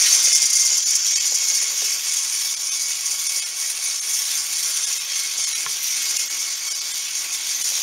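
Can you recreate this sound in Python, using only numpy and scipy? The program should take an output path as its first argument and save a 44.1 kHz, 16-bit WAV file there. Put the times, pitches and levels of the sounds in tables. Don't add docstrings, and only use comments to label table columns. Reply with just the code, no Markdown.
import sys
import numpy as np
from scipy import signal
from scipy.fft import rfft, irfft, next_fast_len
from scipy.io import wavfile

SR = 44100
rng = np.random.default_rng(int(sys.argv[2]) if len(sys.argv) > 2 else 0)


def wav_record(signal):
    frames = np.transpose(np.atleast_2d(signal))
    bounded = np.clip(frames, -1, 1)
    quanta = np.round(bounded * 32767).astype(np.int16)
    wavfile.write(sys.argv[1], SR, quanta)


N = 344903

# time in seconds, tooth rate in Hz before slack and jitter, whine level in dB before lulls.
MESH_COURSE = [(0, 1110, -39), (.1, 1080, -39), (.69, 1062, -40), (.85, 1109, -41), (1.6, 1107, -41),
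               (1.94, 1098, -40), (2.3, 1120, -42), (2.8, 1129, -43.5), (3.45, 1109, -41.5),
               (3.8, 1117, -43.5), (4.3, 1114, -44.5), (4.9, 1095, -48), (5.2, 1095, -41),
               (5.5, 1081, -40.5), (5.8, 1115, -44), (6.2, 1088, -42), (6.4, 1112, -41.5),
               (7.0, 1112, -43.5), (7.5, 1106, -42), (7.82, 1072, -60)]
# multiple of the tooth rate, mean level in dB relative to the whine.
WHINE_HARMONICS = [(1, -24.5), (2, 0.5), (3, -6.5), (4, -2.5), (5, -16)]
RATTLE_COURSE = [(0, -15.5, -8, -16, -9), (0.15, -16, -10, -19, -10), (0.45, -19.5, -11.5, -23, -13),
                 (0.75, -17.5, -16.5, -21, -16.5), (1.2, -20, -15.5, -19, -12.5),
                 (1.7, -22, -12, -16, -10.5), (2.3, -22.5, -7, -15, -11), (2.7, -25, -8, -14.5, -11.5),
                 (3.3, -25.5, -5, -13, -9.5), (3.7, -25.5, -5.5, -14, -10), (4.3, -25, -5, -10, -8.5),
                 (4.8, -24, -7, -15, -10), (5.1, -26, -8, -14.5, -6.5), (5.6, -24, -6, -15, -8.5),
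                 (6.1, -24, -10.5, -13, -8.5), (6.7, -25.5, -10.5, -16, -9.5),
                 (7.2, -26.5, -7.5, -12.5, -7.5), (7.82, -24, -10, -13.5, -7.5)]
# time in seconds, level in dB before lumps and dips.
ROLL_COURSE = [(0.0, -41), (0.52, -48.5), (1.79, -48), (4.31, -48.5), (5.1, -47), (6.88, -48),
               (7.82, -46.5)]
# frequency in Hz, relative level in dB per Hz.
SHELL_SPECTRUM = [(2240, -37), (3800, -40.5), (4190, -38), (4580, -2.5), (5140, -3.5), (5570, 1),
                  (6240, 3.5), (7110, -1), (7750, -2.5), (8000, -5.5), (10400, -58), (17600, -120)]
UPPER_SPECTRUM = [(7000, -15), (7800, -5), (8700, 1.5), (9800, 1), (10600, -2), (11150, -5.5),
                  (11500, -43.5), (12500, -36)]
FIZZ_SPECTRUM = [(10800, -19), (11500, -3), (13000, -5), (14200, -3), (14800, -15), (15600, -9.5)]
CHASSIS_SPECTRUM = [(530, -34), (900, -18.5), (1090, -19), (1860, -9.5), (2190, -6), (2810, -6),
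                    (3260, -2.5), (4180, -3.5), (4500, -2), (5850, -37), (9900, -120)]
RAIL_SPECTRUM = [(12, -49), (20, -17), (91, -15), (187, -17), (339, -6.5), (543, -6), (1040, -1.5),
                 (1110, 8), (1190, -5), (1300, 0), (1690, -1), (2860, -120)]
# frequency in Hz, width in Hz, lift in dB (negative for a hollow).
BODY_RESONANCES = [(269, 28, 3), (420, 16, 1.5), (2034, 53, 4), (2510, 210, 3), (3350, 40, 2.5),
                   (4630, 250, -2.5), (4840, 150, 3), (5480, 130, 5), (5680, 90, 2), (5820, 110, 3),
                   (6050, 120, 2), (6290, 110, 3.5), (6930, 180, 4.5), (7000, 104, 2.5), (8540, 250, 3),
                   (10240, 250, 6), (10227, 540, -13), (10200, 880, 9), (13300, 500, -1.5),
                   (14100, 500, -2)]
# start in seconds, burst level in dB, length of the fade in seconds.
GEAR_SLAPS = [(.075, -20, .011), (0.122, -18, 0.054), (0.237, -13, 0.02), (0.326, -10, .03),
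              (.416, -11.5, .015), (0.453, -13.5, 0.013), (0.496, -14.5, 0.011), (.528, -10.5, .009),
              (0.551, -14.5, 0.023), (0.594, -16, .021), (0.647, -14.5, 0.022), (0.772, -15.5, .014),
              (.857, -23, 0.04), (0.903, -17.5, 0.0087), (0.95, -12.5, 0.011), (1.06, -19, 0.015),
              (1.164, -23.5, .027), (1.254, -18.5, 0.02), (1.342, -17, 0.015), (1.48, -18, 0.012),
              (1.541, -17.5, 0.027), (1.62, -20, .014), (1.694, -21.5, 0.0097), (1.772, -22, .02),
              (1.84, -29, 0.072), (2.079, -23, .02), (2.162, -26, 0.036), (2.224, -26, .009),
              (2.331, -26, 0.0092), (2.507, -20, 0.018), (2.813, -26, .02), (3.054, -20, .015),
              (3.104, -21.5, 0.029), (3.262, -20.5, 0.028), (3.356, -20, 0.034), (3.6, -26, .027),
              (3.651, -29, 0.036), (4.13, -19, 0.023), (4.372, -22.5, .036), (4.84, -23.5, 0.044),
              (5.17, -27, 0.042), (5.371, -24.5, 0.058), (5.573, -26, .046), (5.69, -28, 0.053),
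              (5.913, -28, .018), (6.087, -21.5, .024), (6.163, -22, .048), (6.391, -24.5, 0.03),
              (6.7, -29, 0.041), (7.169, -27.5, .042), (7.323, -23, 0.034), (7.5, -24, 0.025),
              (7.611, -21, 0.056)]
# time in seconds, strength of the blow in dB.
JOINT_BLOWS = [(0.274, -32), (0.321, -31.5), (0.42, -29), (0.615, -41), (0.717, -28.5), (1.124, -35),
               (1.319, -26), (1.418, -30.5), (1.517, -33), (1.622, -29), (1.715, -31), (1.819, -25.5),
               (3.37, -37), (5.114, -47), (5.383, -34), (7.715, -35)]
# frequency in Hz, mean level in dB, 60 dB decay time in seconds.
TRACK_MODES = [(421, -18.5, 0.19), (527.5, -6.5, 0.036), (763, -9, .025), (970, -15, 0.028)]
# time in seconds, strength of the blow in dB.
BUMP_BLOWS = [(5.662, -16.5)]
# frequency in Hz, mean level in dB, 60 dB decay time in seconds.
WAGON_MODES = [(141.4, -32, 0.13), (424.4, -27, 0.22), (1070, -6, .04), (1370, -4, 0.034),
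               (1730, -10, 0.05), (2300, 1, 0.0076), (3220, 4, 0.0045)]
# time in seconds, change of shell level in dB.
SLACK_LULLS = [(0.2, -2.5), (0.49, -2.5), (0.82, -4.0), (1.02, -4.0), (1.31, -1.76), (1.73, -4.0),
               (2.01, -5), (2.28, -2.5), (2.57, -3.5), (3.0, -2.5), (3.21, -1.38), (3.52, -4.5), (3.76, -3),
               (4.01, -3), (4.48, -2.5), (5.05, -5.5), (5.34, -3.5), (5.54, -2.5), (5.66, -3.5), (5.79, -5),
               (6.28, -2.5), (6.58, -4.0), (6.81, -3), (7.08, -3), (7.28, -3), (7.4, -2.5), (7.58, -2.5)]
DIP_TIMES = [0.342, .851, 1.148, 1.192, 2.557, 2.707, 3.283, 3.41, 3.452, 4.007, 4.861, 4.991, 5.46, 5.543,
             6.183, 6.292, 6.696, 6.741, 6.804, 6.929, 7.634]

TEETH = 14
UPPER_FOLLOWS, FIZZ_FOLLOWS, CHASSIS_FOLLOWS, WHINE_FOLLOWS = 1.3, 0.77, 0.42, 1.8
SLACK_HZ_PER_DB, SLOWING_S = 14, 0.12
LULL_S = 0.035
DIP_S, DIP_DB = 0.0045, -18
DIP_TONE_S, DIP_TONE_DB = 0.013, -10.5
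SLAP_RISE_S = 0.0029
JOINT_CONTACT_S, BUMP_CONTACT_S = 0.004, 0.0017
NOTCH_HZ, NOTCH_WIDTH_HZ = 7850, 930
CUTOFF_HZ = 15730


def from_db(db):
    return 10 ** (np.asarray(db) / 20)


def rms_one(x):
    return x / np.sqrt(np.mean(x ** 2) + 1e-20)


def in_time(rows):
    seconds, *columns = np.transpose(rows)
    return [np.interp(np.arange(N) / SR, seconds, column) for column in columns]


def drift(rate_hz):
    pole = np.exp(-20 * np.pi * rate_hz / SR)
    noise = rng.standard_normal(N // 10 + 4002)
    slow = signal.lfilter([1], [1, -2 * pole, pole * pole], noise)[4000:]
    return np.interp(np.arange(N) / 10, np.arange(len(slow)), rms_one(slow))


def hollows(rows, spread_s):
    t = np.arange(N) / SR
    return sum(db * np.exp(-0.5 * ((t - at_s) / spread_s) ** 2) for at_s, db in rows)


def whine(mesh, whine_db):
    throb = 1 + 0.27 * np.cos(mesh / TEETH + 1.2 * drift(24))
    wobble = 0.073 * np.sin(mesh / TEETH + 0.51 * drift(7.4)) + 0.36 * drift(37)
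    lines = 0
    for multiple, db in WHINE_HARMONICS:
        level = from_db(db + 3.3 * drift(29))
        lines = lines + level * np.sin(multiple * (mesh + wobble) + 0.5 * drift(5.7))
    return np.sqrt(2) * from_db(whine_db) * throb * lines


def contacts(per_s, size_db, share):
    sizes = from_db(size_db * np.minimum(rng.exponential(1, N), 4)) * rng.choice([-1, 1], N)
    hits = rms_one(sizes * (rng.random(N) < per_s / SR))
    return np.sqrt(share) * hits + np.sqrt(1 - share) * rng.standard_normal(N)


def gear_contacts(turn, memory):
    steps = 554
    rows = contacts(3000, size_db=2.5, share=0.31)[:N // steps * steps].reshape(-1, steps)
    remembered = signal.lfilter([1], [1, -memory], rows, axis=0).ravel()
    place = (turn / (2 * np.pi) * steps).astype(int)
    return rms_one(remembered[place % len(remembered)])


def pings(per_s, cycles, count):
    pitches = np.geomspace(1400, 15000, count) * from_db(0.3 * rng.standard_normal(count))
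    hits = from_db(3.0 * rng.standard_normal(N)) * (rng.random(N) < per_s / SR)
    dealt = rng.integers(0, count, N)
    out = 0
    for k, hz in enumerate(pitches):
        r, w = from_db(-60 * hz / (cycles * SR)), 2 * np.pi * hz / SR
        own_hits = hits * (dealt == k) + 1e-18
        ring = signal.lfilter([0, np.sin(w)], [1, -2 * r * np.cos(w), r * r], own_hits)
        out = out + hz * ring
    return rms_one(out)


def dip_tones(count):
    out, reach = np.zeros(N), SR // 30
    age = np.arange(-reach, reach) / SR
    swell = np.exp(-0.5 * (age / DIP_TONE_S) ** 2)
    for at_s, (place, start) in zip(DIP_TIMES, rng.random((len(DIP_TIMES), 2, count, 1))):
        hz = 1000 + 10500 * place
        tones = np.sin(2 * np.pi * (hz * age + start)).sum(axis=0)
        middle = round(at_s * SR)
        out[middle - reach:middle + reach] += tones * swell
    return from_db(DIP_TONE_DB) * out


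def coloured(x, spectrum):
    size = next_fast_len(N)
    hz = np.maximum(np.arange(size // 2 + 1) * SR / size, 1)
    points = np.array(spectrum)
    db = np.interp(np.log(hz), np.log(points[:, 0]), points[:, 1], left=-120)
    for top_hz, width_hz, lift_db in BODY_RESONANCES:
        db = db + lift_db / (1 + (2 * (hz - top_hz) / width_hz) ** 2)
    return rms_one(irfft(rfft(x, size) * from_db(db), size)[:N])


def patchy(x, low_hz, high_hz, patchy_db, rate_hz, count):
    size = next_fast_len(N)
    hz = np.arange(1, size // 2 + 2) * SR / size
    place = np.clip(np.log(hz / low_hz) / np.log(high_hz / low_hz), 0, 1)
    spectrum = rfft(x, size)
    out = 0
    for k in range(count):
        band = np.clip(1 - abs(place * (count - 1) - k), 0, 1)
        out = out + from_db(patchy_db * drift(rate_hz)) * irfft(spectrum * band, size)[:N]
    return rms_one(out)


def rattle(turn, dip_db, lull_db):
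    shell_db, upper_db, fizz_db, chassis_db = in_time(RATTLE_COURSE)
    beat = np.cos(turn + 0.61 * drift(2.7)) + 1.3 * np.cos(2 * turn) + 0.5 * np.cos(turn / 2 + drift(10.0))
    jolt = drift(52.5)
    teeth = gear_contacts(turn, memory=0.35) + from_db(-7.5) * pings(500, cycles=470, count=84)
    teeth = from_db(dip_db) * teeth + dip_tones(count=9)

    shell = patchy(coloured(teeth, SHELL_SPECTRUM), 4640, 7900, patchy_db=-1.0, rate_hz=1.6, count=8)
    upper = patchy(coloured(teeth, UPPER_SPECTRUM), 8600, 11000, patchy_db=-1.0, rate_hz=27, count=5)
    chassis = patchy(coloured(teeth, CHASSIS_SPECTRUM), 720, 4540, patchy_db=1.5, rate_hz=6.4, count=9)
    fizz = coloured(teeth, FIZZ_SPECTRUM)

    shell_swing_db = lull_db + 0.62 * beat + 0.68 * jolt
    upper_db = upper_db + UPPER_FOLLOWS * lull_db + 0.96 * beat + 1.93 * jolt
    fizz_db = fizz_db + FIZZ_FOLLOWS * lull_db + 0.64 * beat + 1.3 * jolt + 2.2 * drift(11)
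    chassis_db = chassis_db + CHASSIS_FOLLOWS * lull_db + 0.41 * beat + 1.3 * jolt
    body = from_db(shell_swing_db) * shell + from_db(upper_db) * upper
    body += from_db(fizz_db) * fizz + from_db(chassis_db) * chassis
    return from_db(shell_db) * body


def rolling(dip_db):
    roll_db, = in_time(ROLL_COURSE)
    roll = coloured(rng.standard_normal(N), RAIL_SPECTRUM)
    roll = patchy(roll, 173, 1400, patchy_db=1.5, rate_hz=1.84, count=6)
    lumps_db = 1.5 * drift(15)
    return from_db(roll_db + lumps_db + dip_db) * roll


def slaps():
    t, burst = np.arange(N) / SR, np.zeros(N)
    for start_s, db, length_s in GEAR_SLAPS:
        part = slice(int(start_s * SR), int((start_s + 6 * length_s) * SR))
        age = np.maximum(t[part] - start_s, 0)
        swell = 1 - np.exp(-age / SLAP_RISE_S)
        fade = np.exp(-0.5 * (age / length_s) ** 2)
        burst[part] += from_db(db) * swell * fade
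    grit = contacts(2300, size_db=2.0, share=0.99)
    body = coloured(grit, SHELL_SPECTRUM)
    body += from_db(-8.0) * coloured(grit, UPPER_SPECTRUM) + from_db(-17) * coloured(grit, FIZZ_SPECTRUM)
    high_pass = signal.butter(4, 2500, "high", fs=SR, output="sos")
    return signal.sosfilt(high_pass, burst * body)


def struck(blows, modes, spread_db, contact_s):
    at = [round(at_s * SR) for at_s, db in blows]
    blow_db = np.array(blows)[:, 1]
    chance = rng.standard_normal((len(at), len(modes)))
    out = np.zeros(N)
    for k, (hz, level_db, t60_s) in enumerate(modes):
        clicks = np.full(N, 1e-18)
        clicks[at] = from_db(blow_db + level_db + spread_db * chance[:, k])
        r, w = from_db(-60 / (t60_s * SR)), 2 * np.pi * hz / SR
        rise = np.hanning(int(contact_s * SR) + 3)
        push = rise * np.cos(w * np.arange(len(rise))) * 2 / rise.sum()
        pushes = np.convolve(clicks, push)[:N]
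        out += signal.lfilter([0, np.sin(w)], [1, -2 * r * np.cos(w), r * r], pushes)
    return out


def rail_joints():
    return struck(JOINT_BLOWS, TRACK_MODES, spread_db=3, contact_s=JOINT_CONTACT_S)


def wagon_bump():
    return struck(BUMP_BLOWS, WAGON_MODES, spread_db=1, contact_s=BUMP_CONTACT_S)


def mesh_phase(tooth_hz, lull_db):
    keep = np.exp(-1 / (SLOWING_S * SR))
    slack_db = signal.lfilter([1 - keep], [1, -keep], lull_db - lull_db.mean())
    tooth_hz = tooth_hz - SLACK_HZ_PER_DB * slack_db
    return 2 * np.pi * np.cumsum(tooth_hz * (1 + 0.003 * drift(5.93))) / SR


def scene():
    tooth_hz, whine_db = in_time(MESH_COURSE)
    dip_db = hollows([(at_s, DIP_DB) for at_s in DIP_TIMES], DIP_S)
    lull_db = hollows(SLACK_LULLS, LULL_S)
    mesh = mesh_phase(tooth_hz, lull_db)
    gears = whine(mesh, whine_db + WHINE_FOLLOWS * lull_db) + rattle(mesh / TEETH, dip_db, lull_db)
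    gears += from_db(dip_db) * slaps()
    train = gears + rolling(dip_db) + rail_joints() + wagon_bump()
    return np.array([train, train])


def record(dry):
    notch = signal.iirnotch(NOTCH_HZ, NOTCH_HZ / NOTCH_WIDTH_HZ, fs=SR)
    notched = signal.lfilter(*notch, dry) + from_db(-37.5) * dry
    rounded = 0.95 * np.tanh(notched / 0.95)
    top_cut = signal.ellip(16, 0.5, 90, CUTOFF_HZ, fs=SR, output="sos")
    return signal.sosfilt(top_cut, rounded)


dry = scene()
out = record(dry)
wav_record(out)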